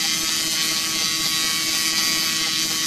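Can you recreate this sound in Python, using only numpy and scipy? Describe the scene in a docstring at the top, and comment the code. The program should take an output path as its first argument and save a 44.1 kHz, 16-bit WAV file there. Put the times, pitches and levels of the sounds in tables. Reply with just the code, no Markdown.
"""A harsh, bright rasp: a laser line scans a splined steel shaft about 160 times a second in a workshop.
Each sweep is a row of clicks at the shoulders of the part over filtered noise that swells on the splines,
with short metallic tones, flaring sparks, a narrow gliding whistle and a noise-tail room. Sines locked to the
sweep make the scanner hum, a buzz on the left that swells, knocks softly and stops four times a second, and a
blip after it. Behind all this an extraction fan rumbles and hisses as coloured noise."""
import sys
import numpy as np
from scipy import signal
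from scipy.fft import rfft, irfft, next_fast_len
from scipy.io import wavfile
from scipy.ndimage import uniform_filter1d, map_coordinates

SR = 44100
rng = np.random.default_rng(int(sys.argv[2]) if len(sys.argv) > 2 else 0)


def ratio(d):
    """dB to gain"""
    e = np.asarray(d, float) / 20
    return 10 ** e


def store_wav(level_fs):
    """Save 16-bit WAV to argv[1]."""
    pcm = np.round(np.clip(np.atleast_2d(level_fs), -1, 1) * 32767)
    wavfile.write(sys.argv[1], SR, pcm.T.astype(np.int16))


N = 126126  # length in samples


def level(x, db):
    """Scale to an rms level in dB."""
    return x * ratio(db) / np.sqrt(np.mean(x ** 2))


def colour(x, points):
    """Zero-phase equaliser through (f/Hz, level/dB) points, so pulses stay symmetric."""
    hz, db = np.array(points).T
    size = next_fast_len(N + 4096)
    bins_hz = np.arange(size // 2 + 1) * SR / size
    gain_db = np.interp(np.log(bins_hz + 1), np.log(hz), db)
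    return irfft(rfft(x, size) * ratio(gain_db), size)[:N]


def walk(rate):
    """Random levels, rate of them a second, smoothed twice; mean 0, spread 1."""
    hold = int(SR / rate)
    steps = np.repeat(rng.standard_normal(N // hold + 1), hold)
    smooth = uniform_filter1d(uniform_filter1d(steps, hold), hold)[:N]
    return (smooth - smooth.mean()) / smooth.std()


def clicks(at_s, size):
    """Band-limited clicks (windowed sincs) placed between samples."""
    at = at_s * SR
    tap = np.floor(at).astype(int)[:, None] + np.arange(-7, 9)
    off = tap - at[:, None]
    pulse = size[:, None] * np.sinc(off) * np.cos(np.pi * off / 16) ** 2
    inside = (tap >= 0) & (tap < N)
    out = np.zeros(N)
    np.add.at(out, tap[inside], pulse[inside])
    return out


BUZZ_EVERY_S, BUZZ_END_S = .2421, 0.2502  # repeat time, and one moment at which the buzz stops
BLIP_AFTER_S, BLIP_S = 0.045, 0.014  # delay after the buzz stops, half-width of the bell


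def flash(t):
    """Short Gaussian bell soon after each buzz stops."""
    late = (t - BUZZ_END_S - BLIP_AFTER_S + BUZZ_EVERY_S / 2) % BUZZ_EVERY_S - BUZZ_EVERY_S / 2
    return np.exp(-(late / BLIP_S) ** 2)


SWEEP_HZ, SWEEP_START_S = 160.45, -.00342
SWEEP_JITTER_MS, STUMBLE_MS = 0.037, 0.081  # timing scatter always, and extra during a blip
# How late the sweep runs against a steady clock: t/s, lag/ms
SWEEP_DRIFT = [(0.013, 0.12), (0.118, -0.21), (0.162, -0.25), (0.23, -0.67), (0.448, -1.21), (0.51, -1.09),
               (0.56, -0.88), (0.641, -0.86), (0.697, -1.01), (0.803, -1.02), (0.852, -1.38),
               (0.983, -1.35), (1.171, -1.14), (1.27, -1.24), (1.376, -1.0), (1.414, -0.8), (1.47, -0.91),
               (1.564, -0.79), (1.607, -1.04), (1.694, -1.24), (1.738, -1.1), (1.812, -1.29),
               (1.943, -1.11), (1.987, -1.47), (2.062, -1.27), (2.168, -1.26), (2.311, -1.02),
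               (2.348, -1.21), (2.411, -1.08), (2.473, -1.28), (2.592, -0.94), (2.66, -1.13),
               (2.741, -0.95), (2.847, -1.12)]


def sweeps(t):
    """Running count of sweeps: a steady rate with slow drift and random jitter."""
    s, ms = np.array(SWEEP_DRIFT).T
    spread = SWEEP_JITTER_MS + STUMBLE_MS * flash(t)
    lag_s = (np.interp(t, s, ms) + spread * walk(110)) / 1000
    return (t - SWEEP_START_S - lag_s) * SWEEP_HZ


FAN_DB, FAN_LEFT_DB = -39, 3  # rms before panning; left over right
FAN_APART = 0.19  # gain of the rumble that is opposite in the two channels
AIR_DB, AIR_LEFT_DB = -36, 3
# Tone of the fan rumble: f/Hz, level/dB
FAN_COLOUR = [(25, -27), (80, -13.5), (120, -7), (165, -1.5), (210, 0.5), (260, -3.5), (330, -4.5),
              (400, -17), (550, -20.5), (800, -17), (1000, -17), (2000, -30)]
# Tone of the air hiss: f/Hz, level/dB
AIR_COLOUR = [(20, 0), (60, -3.5), (400, 0), (600, -2.5), (1000, -2.5), (1300, -3.5), (2000, -6),
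              (3500, -14.5), (5400, 4), (7600, -31), (10000, -6), (12800, 3.5), (14000, -2), (14500, -50)]


def extraction():
    """Fan rumble, mostly alike left and right, and separate air noise per side with shared gusts."""
    side = np.array([[1], [-1]])
    mid, apart = (colour(rng.standard_normal(N) * ratio(0.98 * walk(8.87)), FAN_COLOUR) for _ in range(2))
    rumble = level(mid + FAN_APART * side * apart, FAN_DB)
    gust_db = 2.5 * walk(9.05)
    air = np.array([colour(rng.standard_normal(N) * ratio(gust_db + 2.0 * walk(14)), AIR_COLOUR)
                    for _ in range(2)])
    return rumble * ratio(side * FAN_LEFT_DB / 2) + level(air, AIR_DB) * ratio(side * AIR_LEFT_DB / 2)


# Gain of the extraction's lower middle, which thins out at times: t/s, level/dB
LOWER_MIDDLE = [(0.0, 1.5), (1.03, 1.5), (1.07, -4.5), (1.34, -6), (1.38, -0.5), (2.18, 1), (2.23, -6),
                (2.38, -3), (2.45, -1), (2.52, -5), (2.65, 0), (2.86, -1)]


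def thin(x, t):
    """Turn the 380-1080 Hz part up and down."""
    band = signal.butter(3, [380, 1080], "band", fs=SR, output="sos")
    part = signal.sosfiltfilt(band, x)
    return x + part * (ratio(np.interp(t, *np.array(LOWER_MIDDLE).T)) - 1)


ROOM_DB, ROOM_T60_S = -22.5, 0.24


def room(x, t):
    """Diffuse workshop tail: decaying noise after a 4 ms gap, different in each channel."""
    lag = t[:SR // 2]
    tails = rng.standard_normal((2, len(lag))) * ratio(-60 * lag / ROOM_T60_S) * (lag > .004)
    return np.array([signal.fftconvolve(x, level(tail, ROOM_DB) / np.sqrt(len(tail)))[:N] for tail in tails])


# Partials of the scanner hum: multiple of the sweep rate, left level/dB, right level/dB, waver/dB
SCANNER_HUM = [(1.0, -53, -63, 3), (2.0, -41.5, -44, -0.1), (3.0, -56.5, -58.5, 3.5), (4.0, -57, -61.5, 5),
               (5.0, -60, -61, 5)]


def scanner(turn):
    """Hum of sines at multiples of the sweep rate, each wavering in level."""
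    hum = 0
    for multiple, left, right, waver_db in SCANNER_HUM:
        gain = np.sqrt(2) * ratio(np.array([[left], [right]]) + waver_db * walk(14))
        hum = hum + gain * np.sin(2 * np.pi * round(multiple) * turn)
    return hum


BLIP_RIGHT_DB = -1  # right against left
# Partials of the blip at full bell: multiple of the sweep rate, level/dB
BLIP_PARTIALS = [(3.0, -47), (4.0, -47), (5.0, -43), (6.0, -48.5), (13.0, -52)]


def blip(t, turn):
    """Upper partials of the sweep flash briefly, nearly in the middle."""
    tone = 0
    for multiple, db in BLIP_PARTIALS:
        gain = np.sqrt(2) * ratio(db + 3.2 * walk(4.87))
        tone = tone + gain * np.cos(2 * np.pi * round(multiple) * turn)
    return tone * flash(t) * ratio(np.array([[0], [BLIP_RIGHT_DB]]))


BUZZ_LENGTH_S, BUZZ_RIGHT_DB = 0.106, -25  # right against left
SURGE_DB, SURGE_S = 12, 0.013  # SURGE_S is both the lead before the stop and the half-width
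KNOCK_DB, KNOCK_S = -35, 0.0044  # typical peak, half-width
# Partials of the buzz before its surge: multiple of the sweep rate, level/dB
BUZZ_PARTIALS = [(1.0, -54.5), (2.0, -44), (3.0, -60), (4.0, -53), (5.0, -63)]


def buzz(t, turn):
    """Gated sweep partials that set in, surge with a low knock (one smooth pulse) and stop."""
    # negative before the stop, positive after it
    past_end = (t - BUZZ_END_S + BUZZ_EVERY_S * .75) % BUZZ_EVERY_S - BUZZ_EVERY_S * .75
    gate = (np.tanh((past_end + BUZZ_LENGTH_S) / 0.0036) - np.tanh(past_end / 0.0037)) / 2
    surge = np.exp(-((past_end + SURGE_S) / SURGE_S) ** 2)
    tone = 0
    for multiple, db in BUZZ_PARTIALS:
        gain = np.sqrt(2) * ratio(db + 1.8 * walk(39.95))
        tone = tone + gain * np.sin(2 * np.pi * round(multiple) * turn)
    knock = -ratio(KNOCK_DB + 1.5 * walk(3.8)) * np.exp(-((past_end + SURGE_S) / KNOCK_S) ** 2)
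    return (tone * gate * ratio(SURGE_DB * surge) + knock) * ratio(np.array([[0], [BUZZ_RIGHT_DB]]))


SPLINE_EDGE_MS = 0.076  # softness of each edge
# Stretches of a sweep on the splines: from t/ms, to t/ms, extra level/dB
SPLINE_STRETCHES = [(.75, 2.3, 4), (3.4, 4.55, 6.5)]


def splines(turn):
    """Extra dB while the beam is on the splines."""
    ms = turn % 1 * 1000 / SWEEP_HZ
    return sum(db / 2 * (np.tanh((ms - start) / SPLINE_EDGE_MS) - np.tanh((ms - end) / SPLINE_EDGE_MS))
               for start, end, db in SPLINE_STRETCHES)


FLARE_DB, FLARE_S = -17.5, 0.013  # offset on the table's levels; delay to the peak and half-width
FLARE_WIDTH = .11  # half-bandwidth as a share of the pitch
FLARE_GATE = 1.36  # how deeply the splines chop the flare, times their dB
# Sparks that flare: onset t/s, level/dB of the burn at its peak then (FLARE_DB is added), f/Hz
SPARKS = [(0.28, -16, 3330), (0.372, -17, 3400), (0.6194, -15, 3740), (0.765, -17, 3800),
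          (1.005, -17, 3620), (1.2491, -11, 4000), (1.492, -16, 4440), (1.9674, -10.5, 4570),
          (2.2094, -12, 4600), (2.4594, -13, 4650), (2.5494, -13.5, 3600), (2.705, -15, 4600)]


def flares(t, turn):
    """Sparks: short bells of band-passed noise around one pitch, loudest on the splines."""
    out = 0
    for s, db, hz in SPARKS:
        band = signal.butter(2, [hz * (1 - FLARE_WIDTH), hz * (1 + FLARE_WIDTH)], "band", fs=SR, output="sos")
        noise = level(signal.sosfilt(band, rng.standard_normal(N)), db + FLARE_DB)
        bell = np.exp(-((t - s) / FLARE_S - 1) ** 2)
        out = out + noise * bell * ratio(FLARE_GATE * splines(turn))
    return out


# Short decaying tones that colour the clicks and the sizzle: f/Hz, level/dB, t60/s
CLICK_TONES = [(1244, -30, 0.005), (3073, -37, 0.017), (3980, -26, 0.0038), (4650, -29.5, 0.011),
               (6140, -35, 0.0096), (8200, -30.5, 0.0091)]


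def metallic(x, t):
    """The sound plus its convolution with short decaying tones, for a metallic colour."""
    lag = t[:SR // 20]
    tones = sum(ratio(db - 60 * lag / t60) * np.cos(2 * np.pi * hz * lag) for hz, db, t60 in CLICK_TONES)
    return x + signal.fftconvolve(x, tones)[:N]


CRACK_JITTER_MS, CRACK_SCATTER_DB, CRACK_DRIFT_DB = 0.018, 1.54, 1.17
# Shoulders crossed in one sweep, up and down again: t/ms, push +1 or pull -1, relative level/dB
SHOULDER_CRACKS = [(.935, -1, -8), (2.01, -1, 1), (2.907, -1, -11), (3.44, 1, -1), (3.54, -1, -2.6),
                   (4.527, -1, -4.5), (5.50, -1, -11.5)]
# Tone of the cracks: f/Hz, level/dB
CRACK_COLOUR = [(700, -51), (980, -30), (1100, -7.5), (1750, -6), (1950, 0), (3000, -3.5), (4600, -2),
                (6100, -1.5), (7000, -9), (9000, -13.5), (13000, -15.5), (14300, -48)]


def cracks(t, turn):
    """A metallic coloured click at each shoulder, a little different on every sweep."""
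    count = np.arange(int(turn[-1]) + 1)
    start = np.interp(count, turn, t)
    sample = np.clip(start * SR, 0, N - 1).astype(int)
    when, size = [], []
    for ms, sign, db in SHOULDER_CRACKS:
        jitter_ms = CRACK_JITTER_MS * walk(7.12)[sample]
        scatter_db = CRACK_SCATTER_DB * rng.standard_normal(len(count))
        drift_db = CRACK_DRIFT_DB * walk(9.1)[sample]
        when.append(start + (ms + jitter_ms) / 1000)
        size.append(np.sign(sign) * ratio(db + scatter_db + drift_db))
    pulses = clicks(np.concatenate(when), np.concatenate(size))
    return metallic(colour(pulses, CRACK_COLOUR), t)


# Layers of the surface pattern met again on later sweeps: memory/sweeps, relative level/dB
COATING_LAYERS = [(.2, -6), (1.6, -1.5), (25, -2.5)]


def coating(turn):
    """Random surface read along each sweep; it changes gradually from sweep to sweep."""
    cells, rows = int(SR / SWEEP_HZ), int(turn[-1]) + 101  # the first 100 rows settle the memory
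    surface = 0
    for memory, db in COATING_LAYERS:
        keep = np.exp(-1 / memory)
        fresh = rng.standard_normal((rows, cells))
        layer = np.sqrt(1 - keep ** 2) * signal.lfilter([1], [1, -keep], fresh, axis=0)
        surface = surface + ratio(db) * layer
    return map_coordinates(surface[100:].ravel(), [np.clip(turn, 0, None) * cells], mode="mirror")


EVEN_S = 0.055  # window over which the sizzle is evened out
# Tone of the sizzle: f/Hz, level/dB
SIZZLE_COLOUR = [(500, -30), (950, -21.5), (1150, -9.5), (1750, -9), (2000, -3), (3500, -5.5), (4700, -3),
                 (6200, -2.5), (6800, -2), (8200, -8), (9000, -9.5), (13200, -14), (14100, -28),
                 (14500, -60)]


def sizzle(t, turn):
    """Metallic coating noise swelling on the splines, held to an even running level."""
    rough = metallic(colour(coating(turn) * ratio(splines(turn)), SIZZLE_COLOUR), t)
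    return rough / np.sqrt(uniform_filter1d(rough ** 2, int(EVEN_S * SR)))


WHISTLE_WIDTH_HZ = 127  # bandwidth of each of two cascaded poles
# Narrow whistling band in the rasp: t/s, f/Hz, level/dB
WHISTLE_PATH = [(0.0, 2065, -37.5), (0.45, 2080, -45), (0.55, 2070, -40), (0.82, 2090, -45),
                (1.15, 2060, -47), (1.27, 2090, -39), (1.36, 2260, -48), (1.55, 2280, -40),
                (1.8, 2250, -39), (2.25, 2245, -42), (2.36, 2200, -48), (2.46, 2070, -40),
                (2.56, 2130, -51), (2.86, 2050, -43)]


def whistle(x, t):
    """A narrow band of the rasp gliding slowly around 2.1-2.3 kHz, evened, its level set by the table."""
    s, hz, db = np.array(WHISTLE_PATH).T
    # shift the band to zero, low-pass, shift back
    spin = np.exp(2j * np.pi * np.cumsum(np.interp(t, s, hz)) / SR)
    keep = np.exp(-np.pi * WHISTLE_WIDTH_HZ / SR)
    two_poles = np.convolve([1, -keep], [1, -keep])
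    band = (spin * signal.lfilter([1], two_poles, x / spin)).real
    band = band / np.sqrt(uniform_filter1d(band ** 2, SR // 5))  # even out over 0.2 s
    return band * ratio(np.interp(t, s, db))


CRACK_DB, SIZZLE_DB = -25, -26  # rms before the bands move
# Movement of the burn in three bands; each column counts relative to its own mean:
# t/s, level/dB below 3000 Hz, level/dB of 3000-7800 Hz, level/dB above 7800 Hz
BURN_BANDS = [(0.0, -34, -24, -36), (0.04, -30.5, -23, -32), (0.09, -31, -22.5, -36),
              (0.23, -32.5, -24, -31), (0.27, -30, -22.5, -33.5), (0.46, -32, -24.5, -32),
              (0.5, -33.5, -24, -37), (0.52, -32, -23, -30.5), (0.6, -29, -23, -37.5),
              (0.63, -29, -23, -28), (0.72, -31, -23.5, -34), (1.16, -31, -23.5, -35),
              (1.4, -31.5, -23, -33), (1.58, -28.5, -25.5, -31.5), (1.71, -32, -23, -36),
              (1.76, -29, -22, -31), (1.84, -30.5, -25.5, -30), (1.88, -28, -22.5, -29),
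              (1.92, -34, -24, -36.5), (1.94, -28, -27.5, -36), (1.98, -32, -21.5, -34),
              (2.02, -29, -23.5, -32.5), (2.38, -30.5, -23.5, -35), (2.43, -29, -23.5, -36),
              (2.53, -32.5, -24.5, -38.5), (2.64, -31.5, -23, -33), (2.67, -36.5, -25.5, -36),
              (2.7, -32.5, -24.5, -34.5), (2.85, -30, -23, -34), (2.86, -30.5, -24.5, -25)]


def burn(t, turn):
    """Cracks over sizzle, their three bands moving in level, plus the gliding whistle."""
    both = level(cracks(t, turn), CRACK_DB) + level(sizzle(t, turn), SIZZLE_DB)
    low, below_treble = (signal.sosfiltfilt(signal.butter(4, hz, fs=SR, output="sos"), both)
                         for hz in (3000, 7800))
    bands = low, below_treble - low, both - below_treble
    s, *columns = np.array(BURN_BANDS).T
    moving = sum(band * ratio(np.interp(t, s, db - db.mean())) for band, db in zip(bands, columns))
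    return moving + whistle(both, t)


def scene():
    """All sources together; only the laser feeds the room tail."""
    t = np.arange(N) / SR
    turn = sweeps(t)
    background = thin(extraction(), t)
    machine = scanner(turn) + blip(t, turn) + buzz(t, turn)
    laser = burn(t, turn) + flares(t, turn)
    return background + machine + laser + room(laser, t)


def top_cut(x):
    """Nothing passes above the cut-off."""
    return signal.sosfilt(signal.butter(12, 15610, fs=SR, output="sos"), x)


def record(dry):
    """The top is cut steeply at 14.4 kHz by an elliptic low-pass."""
    low_pass = signal.ellip(8, .2, 80, 14400, fs=SR, output="sos")
    mix = signal.sosfilt(low_pass, dry)
    return top_cut(mix)


dry = scene()
out = record(dry)
store_wav(out)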